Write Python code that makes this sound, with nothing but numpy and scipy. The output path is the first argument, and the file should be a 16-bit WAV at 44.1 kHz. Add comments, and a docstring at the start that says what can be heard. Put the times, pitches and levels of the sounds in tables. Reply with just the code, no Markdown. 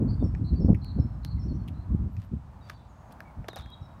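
"""Gusts buffet a hand-held microphone on empty tennis courts in a park, then die down to a far traffic hum.
The wind is turbulent pressure at the microphone port: a rumble, a flutter and the thumps of single eddies.
Close by, small impacts ring as sharp clicks and taps, probably grit under shoes and a hand on the casing,
and friction gives soft scuffs and thin squeaks. Small birds whistle, rasp and twitter in the trees,
which scatter their song."""
import sys
import numpy as np
from scipy import signal
from scipy.fft import rfft, irfft, next_fast_len
from scipy.io import wavfile
from scipy.ndimage import uniform_filter1d, map_coordinates

SR = 44100
rng = np.random.default_rng(int(sys.argv[2]) if len(sys.argv) > 2 else 0)


def wav_out(sig):
    """Save sig, one row per channel (or a flat mono array), as 16-bit PCM at SR to the path in sys.argv[1]."""
    wavfile.write(sys.argv[1], SR, np.round(np.clip(np.atleast_2d(sig).T, -1, 1) * 32767).astype(np.int16))


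N = 176400
TREES_T60_S = 0.7


def wind():
    """Turbulent pressure: puffs add in power to a breeze, and the strongest gain a tearing edge."""
    # Each row: time in seconds, level of the breeze in dB.
    breeze = [(0, -25), (.5, -31.5), (.85, -34), (1.2, -35), (1.4, -31.5), (1.75, -35), (2.05, -39),
              (2.3, -44), (2.7, -47.5), (3.05, -50.5), (4, -49)]
    # Each row: centre of a puff in seconds, 1/e half-length in seconds, rumble and flutter in relative dB.
    puffs = [ (0.022, 0.039, -47, -26), (0.1, 0.036, -26.5, -33), (0.236, 0.024, -23.5, -27.5),
             (0.341, 0.0037, -21, -32), (0.422, 0.022, -24, -35.5), (0.537, 0.017, -19, -32),
             (0.637, 0.039, -24.5, -28.5), (0.695, 0.016, -22.5, -23), (0.713, 0.031, -19, -27),
             (0.987, 0.02, -19.5, -30.5), (1.05, 0.015, -27.5, -33.5), (1.357, 0.021, -26, -63),
             (1.466, 0.017, -27.5, -41), (1.522, 0.008, -19, -30), (1.565, 0.055, -37, -38),
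             (1.933, 0.025, -22, -33.5), (2.019, 0.025, -24, -39), (2.075, 0.014, -29.5, -34.5),
             (2.172, 0.027, -30.5, -60), (2.335, 0.014, -31, -34), (2.363, 0.018, -29.5, -48),
             (3.4, 0.017, -31, -46), (3.628, 0.043, -40, -58), (3.823, 0.0082, -35, -49)]
    # Three spectra of turbulence. Each row: frequency in Hz, relative spectral density in dB.
    rumble_spectrum = [(20, -37), (35, -19.5), (55, 2), (72, 0.5), (120, -2.5), (180, -10.5), (260, -24),
                       (450, -64), (900, -93.5)]
    flutter_spectrum = [(100, -14), (170, 3), (230, 3), (320, -6.5), (450, -21.5), (700, -43),
                        (1400, -57.5), (3000, -92)]
    tearing_spectrum = [(200, -19), (380, 6.5), (560, 1), (850, -12.5), (1400, -31), (4000, -78)]
    strong_db, tearing_growth = -22.5, 2.42  # dB of tearing per dB of flutter
    t = np.arange(N) / SR
    rumble_power = amp(curve(breeze)) ** 2
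    flutter_power = rumble_power * amp(-15) ** 2
    for centre, half_length, low_db, high_db in puffs:
        swell = np.exp(-((t - centre) / half_length) ** 2)
        rumble_power += swell * amp(low_db) ** 2
        flutter_power += swell * amp(high_db) ** 2
    flutter_db = 10 * np.log10(flutter_power) + 2 * wobble(80)
    rumble_gain = np.sqrt(rumble_power) * amp(-1 + 0.68 * wobble(34.75))
    rumble = rumble_gain * steadied(noise(rumble_spectrum), span_s=0.088)
    flutter = amp(flutter_db) * steadied(noise(flutter_spectrum), span_s=0.029)
    tearing_db = strong_db - 10.5 + tearing_growth * (flutter_db - strong_db) + 3 * wobble(120)
    return rumble + flutter + amp(tearing_db) * noise(tearing_spectrum)


def eddies():
    """The low pressure in an eddy is a brief suction at the port, which passes no deep bass."""
    # Each row: arrival in seconds, peak suction ahead of the port in dB, time scale in ms.
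    vortices = [(.227, -12, 0.51), (0.6486, -3.5, 0.84), (0.704, -1.5, 0.81), (0.731, -8, 0.77),
                (1.001, -11.5, 1.1), (1.949, -7.5, 1.04), (2.333, -21, 3)]
    t = np.arange(N) / SR
    pressure = np.zeros(N)
    for arrival, db, scale_ms in vortices:
        offset = (t - arrival) / (scale_ms * 1e-3)
        pressure -= amp(db) / (1 + (offset / 2) ** 2) ** 2
    port = signal.butter(1, 75.5, 'highpass', fs=SR, output='sos')
    return signal.sosfiltfilt(port, pressure)


def clicks():
    """Impact excitation: a contact and its short scrape drive four heavily damped resonances."""
    # Each row: start in seconds, ring frequency in Hz, relative levels of knock, ring, snap and tick
    # in dB, decay time of the scrape in ms.
    contacts = [ (0.3499, 1930, -58, -49, -62, -78, 1.8), (0.7469, 2230, -72, -47, -66.5, -64.5, 4.8),
                (0.8463, 2800, -70, -63, -60.5, -60.5, .3), (1.2487, 1720, -52, -50.5, -45, -50.5, 0.036),
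                (1.6791, 2800, -71, -58, -68, -66, 0.64), (1.6839, 2700, -66, -50.5, -64.5, -61, 5.7),
                (2.167, 2250, -75, -57.5, -63, -75, 2.5), (2.6977, 1350, -63, -43, -49.5, -60.5, 0.16),
                (2.7003, 1430, -51.5, -41, -50.5, -55.5, 1.4), (3.125, 2500, -66, -68, -62, -60, 1.8),
                (3.205, 1540, -54, -42, -55, -61, 1), (3.4437, 1830, -48, -54, -81, -88, 4.4),
                (3.4841, 3230, -43, -44, -52.5, -53.5, 3.1), (3.4868, 1140, -34.5, -38.5, -45.5, -71, 2.2),
                (3.5317, 1330, -44.5, -49, -63, -65, 4.4), (3.56, 2070, -45, -62, -51, -50.5, .15),
                (3.564, 1900, -40, -49.5, -54, -62, 4), (3.5692, 1190, -41, -45.5, -49.5, -66, 5.6),
                (3.588, 2400, -53, -59, -69, -60, 1.6), (3.66, 1660, -65, -56, -65, -73.5, 1.7),
                (3.7032, 2500, -72, -78, -67, -68.5, .45)]
    knock_hz, snap_hz, tick_hz = (370, 840), (2800, 5600), (7240, 13000)
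    gain = amp(2.5) * np.sqrt(0.003 * SR)  # levels count the energy as if spread over 3 ms
    out, t = np.zeros(N), np.arange(SR // 16) / SR
    for start, centre_hz, *levels_db, scrape_ms in contacts:
        scrape = rng.standard_normal(len(t)) * np.exp(-t / (scrape_ms * 1e-3))
        impulse = t == 0
        force = impulse + 0.69 * np.sqrt(scrape_ms) * scrape / np.linalg.norm(scrape)
        ring_hz = centre_hz * np.exp([-0.19, 0.19])
        for edges_hz, db in zip([knock_hz, ring_hz, snap_hz, tick_hz], levels_db):
            resonance = band(force, edges_hz)
            add(out, start, gain * amp(db) * resonance / np.linalg.norm(resonance))
    return out + amp(-12) * reverberation(out, t60_s=0.11)


def scuffs():
    """Sliding friction: a sole drags softly over grit in a swell of grainy hiss."""
    # Each row: start of a drag in seconds, length in seconds, level in dB.
    drags = [(.53, 0.039, -63.5), (2.15, 0.13, -64), (2.63, 0.13, -60), (3.1, 0.033, -63),
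             (3.55, .085, -53.5)]
    # Each row: frequency in Hz, relative spectral density of the hiss in dB.
    grit_spectrum = [(500, -1), (1200, 6.5), (2700, 0), (5000, -7), (9000, -16.5), (16000, -21)]
    grainy_hiss = noise(grit_spectrum) * amp(4.7 * wobble(500))
    return swells(drags) * unit(grainy_hiss)


def squeaks():
    """Friction, perhaps of clothing, gives thin squeaks of high narrow-band noise."""
    # Each row: start of a rub in seconds, length in seconds, level in dB.
    rubs = [(2.10, 0.086, -78), (2.22, .06, -76.5)]
    # Each row: frequency in Hz, relative spectral density of the squeak in dB.
    spectrum = [(10000, -33), (12500, 4), (15500, -18)]
    return swells(rubs) * noise(spectrum)


def whistles():
    """Slow frequency modulation: each whistled bird note glides along an arch in pitch."""
    # Each row: start and length in seconds, first and last pitch in Hz, relative level in dB,
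    # bend at the middle in Hz.
    notes = [ (0.201, 0.026, 3620, 3580, -68.5, -2), (0.238, 0.055, 5520, 5400, -66.5, -47.5),
             (0.555, 0.035, 4600, 4550, -63, -36), (0.602, 0.04, 5500, 5350, -62.5, -75.5),
             (0.993, 0.059, 5370, 5330, -67, -49), (1.377, 0.027, 2110, 1970, -66, 2),
             (1.393, 0.063, 5500, 5350, -64, -130), (1.482, 0.044, 4540, 4280, -66, -66),
             (1.594, .05, 4400, 4320, -73, -1.5), (2.627, 0.053, 4680, 4540, -69.5, 48),
             (2.67, .07, 3450, 3500, -71.5, 5), (2.74, 0.039, 4640, 4570, -69.5, -67),
             (3.25, 0.057, 2250, 2160, -66, 34), (3.497, 0.0272, 4220, 3620, -56.5, -63),
             (3.529, 0.026, 3560, 3510, -55, 290), (3.569, 0.035, 4060, 3440, -53, 0),
             (3.616, 0.15, 3310, 3290, -66.5, 2), (3.719, 0.027, 3810, 3800, -50.5, 30),
             (3.811, 0.054, 5550, 5320, -73.5, -43)]
    out = np.zeros(N)
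    for start, length, start_hz, end_hz, db, arch_hz in notes:
        bend_hz = arch_hz * np.sin(np.linspace(0, np.pi, int(length * SR)))
        add(out, start, bird_note(start_hz, end_hz, db, bend_hz))
    return out


def rasps():
    """Fast, uneven modulation of pitch and level gives a bird note sidebands, heard as a rasp."""
    # Each row: start and length in seconds, first and last pitch in Hz, relative level in dB,
    # depth of the buzz in Hz.
    notes = [ (0.078, .072, 4550, 4590, -61.5, 230), (0.443, 0.074, 4210, 4200, -61, 192),
             (.644, .026, 5550, 5600, -66.5, 230), (0.814, 0.11, 4350, 4120, -59, 200),
             (1.232, .105, 4170, 4320, -61, 199), (1.419, 0.055, 5770, 5600, -72.5, 220),
             (1.532, 0.045, 5900, 5800, -74, 150), (1.734, .11, 4040, 4120, -74.5, 110),
             (3.612, 0.046, 3800, 3850, -59.5, 260)]
    buzz_hz, dip_hz, dip_s = 163.2, 220, 0.011
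    out = np.zeros(N)
    for start, length, start_hz, end_hz, db, depth_hz in notes:
        t = np.arange(int(length * SR)) / SR
        buzz_phase = 2 * np.pi * buzz_hz * t + wobble(84, size=len(t))
        dip = np.exp(-(2 * (t / dip_s - 1)) ** 2)  # the note opens with a quick dip in pitch
        bend_hz = depth_hz * (1 - dip) * np.sin(buzz_phase) - dip_hz * dip
        pulsing = unit(amp(3.5 * np.cos(buzz_phase)))
        add(out, start, bird_note(start_hz, end_hz, db, bend_hz) * pulsing)
    return out


def bird_note(start_hz, end_hz, db, bend_hz):
    """A wavering tone whose phase is the integral of a linear glide plus a bend given per sample."""
    size = len(bend_hz)
    progress = np.linspace(0, 1, size)
    hz = start_hz + (end_hz - start_hz) * progress + bend_hz + 23 * wobble(150, size)
    level_db = db + 0.5 + 2.5 * wobble(100, size)
    envelope = np.abs(np.sin(np.pi * progress)) ** 0.21 * amp(level_db)
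    return np.sqrt(2) * envelope * np.sin(2 * np.pi * np.cumsum(hz) / SR)


def through_trees(song):
    """Scattering by the trees adds a diffuse tail to the song, and reflection one far echo."""
    scattered = amp(-7.5) * reverberation(song, TREES_T60_S)
    add(scattered, start_s=0.105, x=amp(-21) * song)
    return song + scattered


def twitter(chirps_per_spell=10, chirp_s=0.07, pitch_spread=0.04, pitch_fall=0.083):
    """Far birds give spells of tiny falling chirps, blurred by scattering in the trees."""
    # Each row: start of a spell in seconds, length in seconds, typical opening pitch in Hz, peak in dB.
    spells = [(0.102, .33, 8560, -84.5), (2.553, .26, 3910, -75.5), (2.852, .2, 6940, -81)]
    out, t = np.zeros(N), np.arange(int(chirp_s * SR)) / SR
    for start, length, pitch_hz, db in spells:
        onsets = start + length * rng.uniform(0, 1, chirps_per_spell)
        for onset, detune in zip(onsets, rng.standard_normal(chirps_per_spell)):
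            hz = pitch_hz * np.exp(pitch_spread * detune) * (1 - pitch_fall * t / chirp_s)
            chirp = np.hanning(len(t)) * np.sin(2 * np.pi * np.cumsum(hz) / SR)
            add(out, onset, amp(db) * chirp)
    return out + reverberation(out, TREES_T60_S)


def traffic():
    """Far road noise sums incoherently to a hum; a faint airy hiss swells along with it."""
    # Each row: time in seconds, relative level of the traffic in dB.
    levels = [(0, -58.5), (.5, -61.5), (1.5, -60.5), (2.2, -59.5), (2.7, -59), (3.2, -58), (4, -58)]
    # Spectra of the hum and the hiss. Each row: frequency in Hz, relative spectral density in dB.
    hum_spectrum = [(60, -8), (200, 8.5), (420, -7.5), (620, 1), (950, 1), (1400, -6.5), (2000, -17),
                    (3000, -29.5), (6000, -37.5)]
    hiss_spectrum = [(1000, -3.5), (2500, 5), (4500, -0.5), (7000, -4.5), (8800, -5.5), (10500, -17.5),
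                     (16000, -18.5)]
    db = curve(levels)
    hum = amp(db + 3 + 1.9 * wobble(3.5)) * noise(hum_spectrum)
    hiss = amp(-75.5 + 0.31 * (db - db.mean())) * noise(hiss_spectrum)
    return hum + hiss


def amp(db):
    """Amplitude ratio from decibels."""
    return 10 ** (np.asarray(db) / 20)


def unit(x):
    """Normalisation to an rms of 1."""
    return x / np.sqrt(np.mean(x ** 2) + 1e-20)


def curve(rows):
    """Linear interpolation of (seconds, value) rows at every sample."""
    return np.interp(np.arange(N) / SR, *np.transpose(rows))


def wobble(rate_hz, size=N):
    """Smooth random modulation: a spline through rate_hz Gaussian knots a second."""
    return map_coordinates(rng.standard_normal(2000), [np.arange(size) * rate_hz / SR], mode='wrap')


def noise(spectrum):
    """Spectral shaping of white noise by (Hz, dB) rows, to an rms of 1."""
    hz, db = np.transpose(spectrum)
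    bins_hz = np.fft.rfftfreq(N, 1 / SR)
    gain = amp(np.interp(np.log(bins_hz + 1), np.log(hz), db))
    return unit(irfft(rfft(rng.standard_normal(N)) * gain, N))


def steadied(x, span_s):
    """Division by the running rms evens out slow swells."""
    return x / np.sqrt(np.abs(uniform_filter1d(x ** 2, int(span_s * SR))) + 1e-6)


def swells(rows):
    """An envelope of half-sine arches from (start, length, dB) rows."""
    out = np.zeros(N)
    for start, length, db in rows:
        add(out, start, amp(db) * np.sqrt(np.abs(np.hanning(int(length * SR)))))
    return out


def band(x, edges_hz):
    """A causal band-pass, which rings like a damped resonator."""
    return signal.sosfilt(signal.butter(2, edges_hz, 'bandpass', fs=SR, output='sos'), x)


def add(out, start_s, x):
    """Superposition of x on out from start_s."""
    i = max(round(start_s * SR), 0)
    out[i:i + len(x)] += x[:max(N - i, 0)]


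def reverberation(x, t60_s):
    """Diffuse reflections: convolution with noise that decays by 60 dB in t60_s."""
    t = np.arange(SR // 2) / SR
    tail = rng.standard_normal(len(t)) * amp(-60 * t / t60_s)
    return signal.fftconvolve(x, tail / np.linalg.norm(tail))[:N]


def scene():
    """The pressures of all sources superpose at one microphone."""
    near = wind() + eddies() + clicks() + scuffs() + squeaks()
    birds = through_trees(whistles() + rasps()) + twitter()
    return (near + birds + traffic())[None]


def record(dry):
    """Band limiting: an ideal low-pass removes everything above top_hz."""
    top_hz = 15900
    size = next_fast_len(N + SR // 2)
    passband = np.fft.rfftfreq(size, 1 / SR) < top_hz
    return irfft(rfft(dry, size) * passband, size)[..., :N]


dry = scene()
out = record(dry)
wav_out(out)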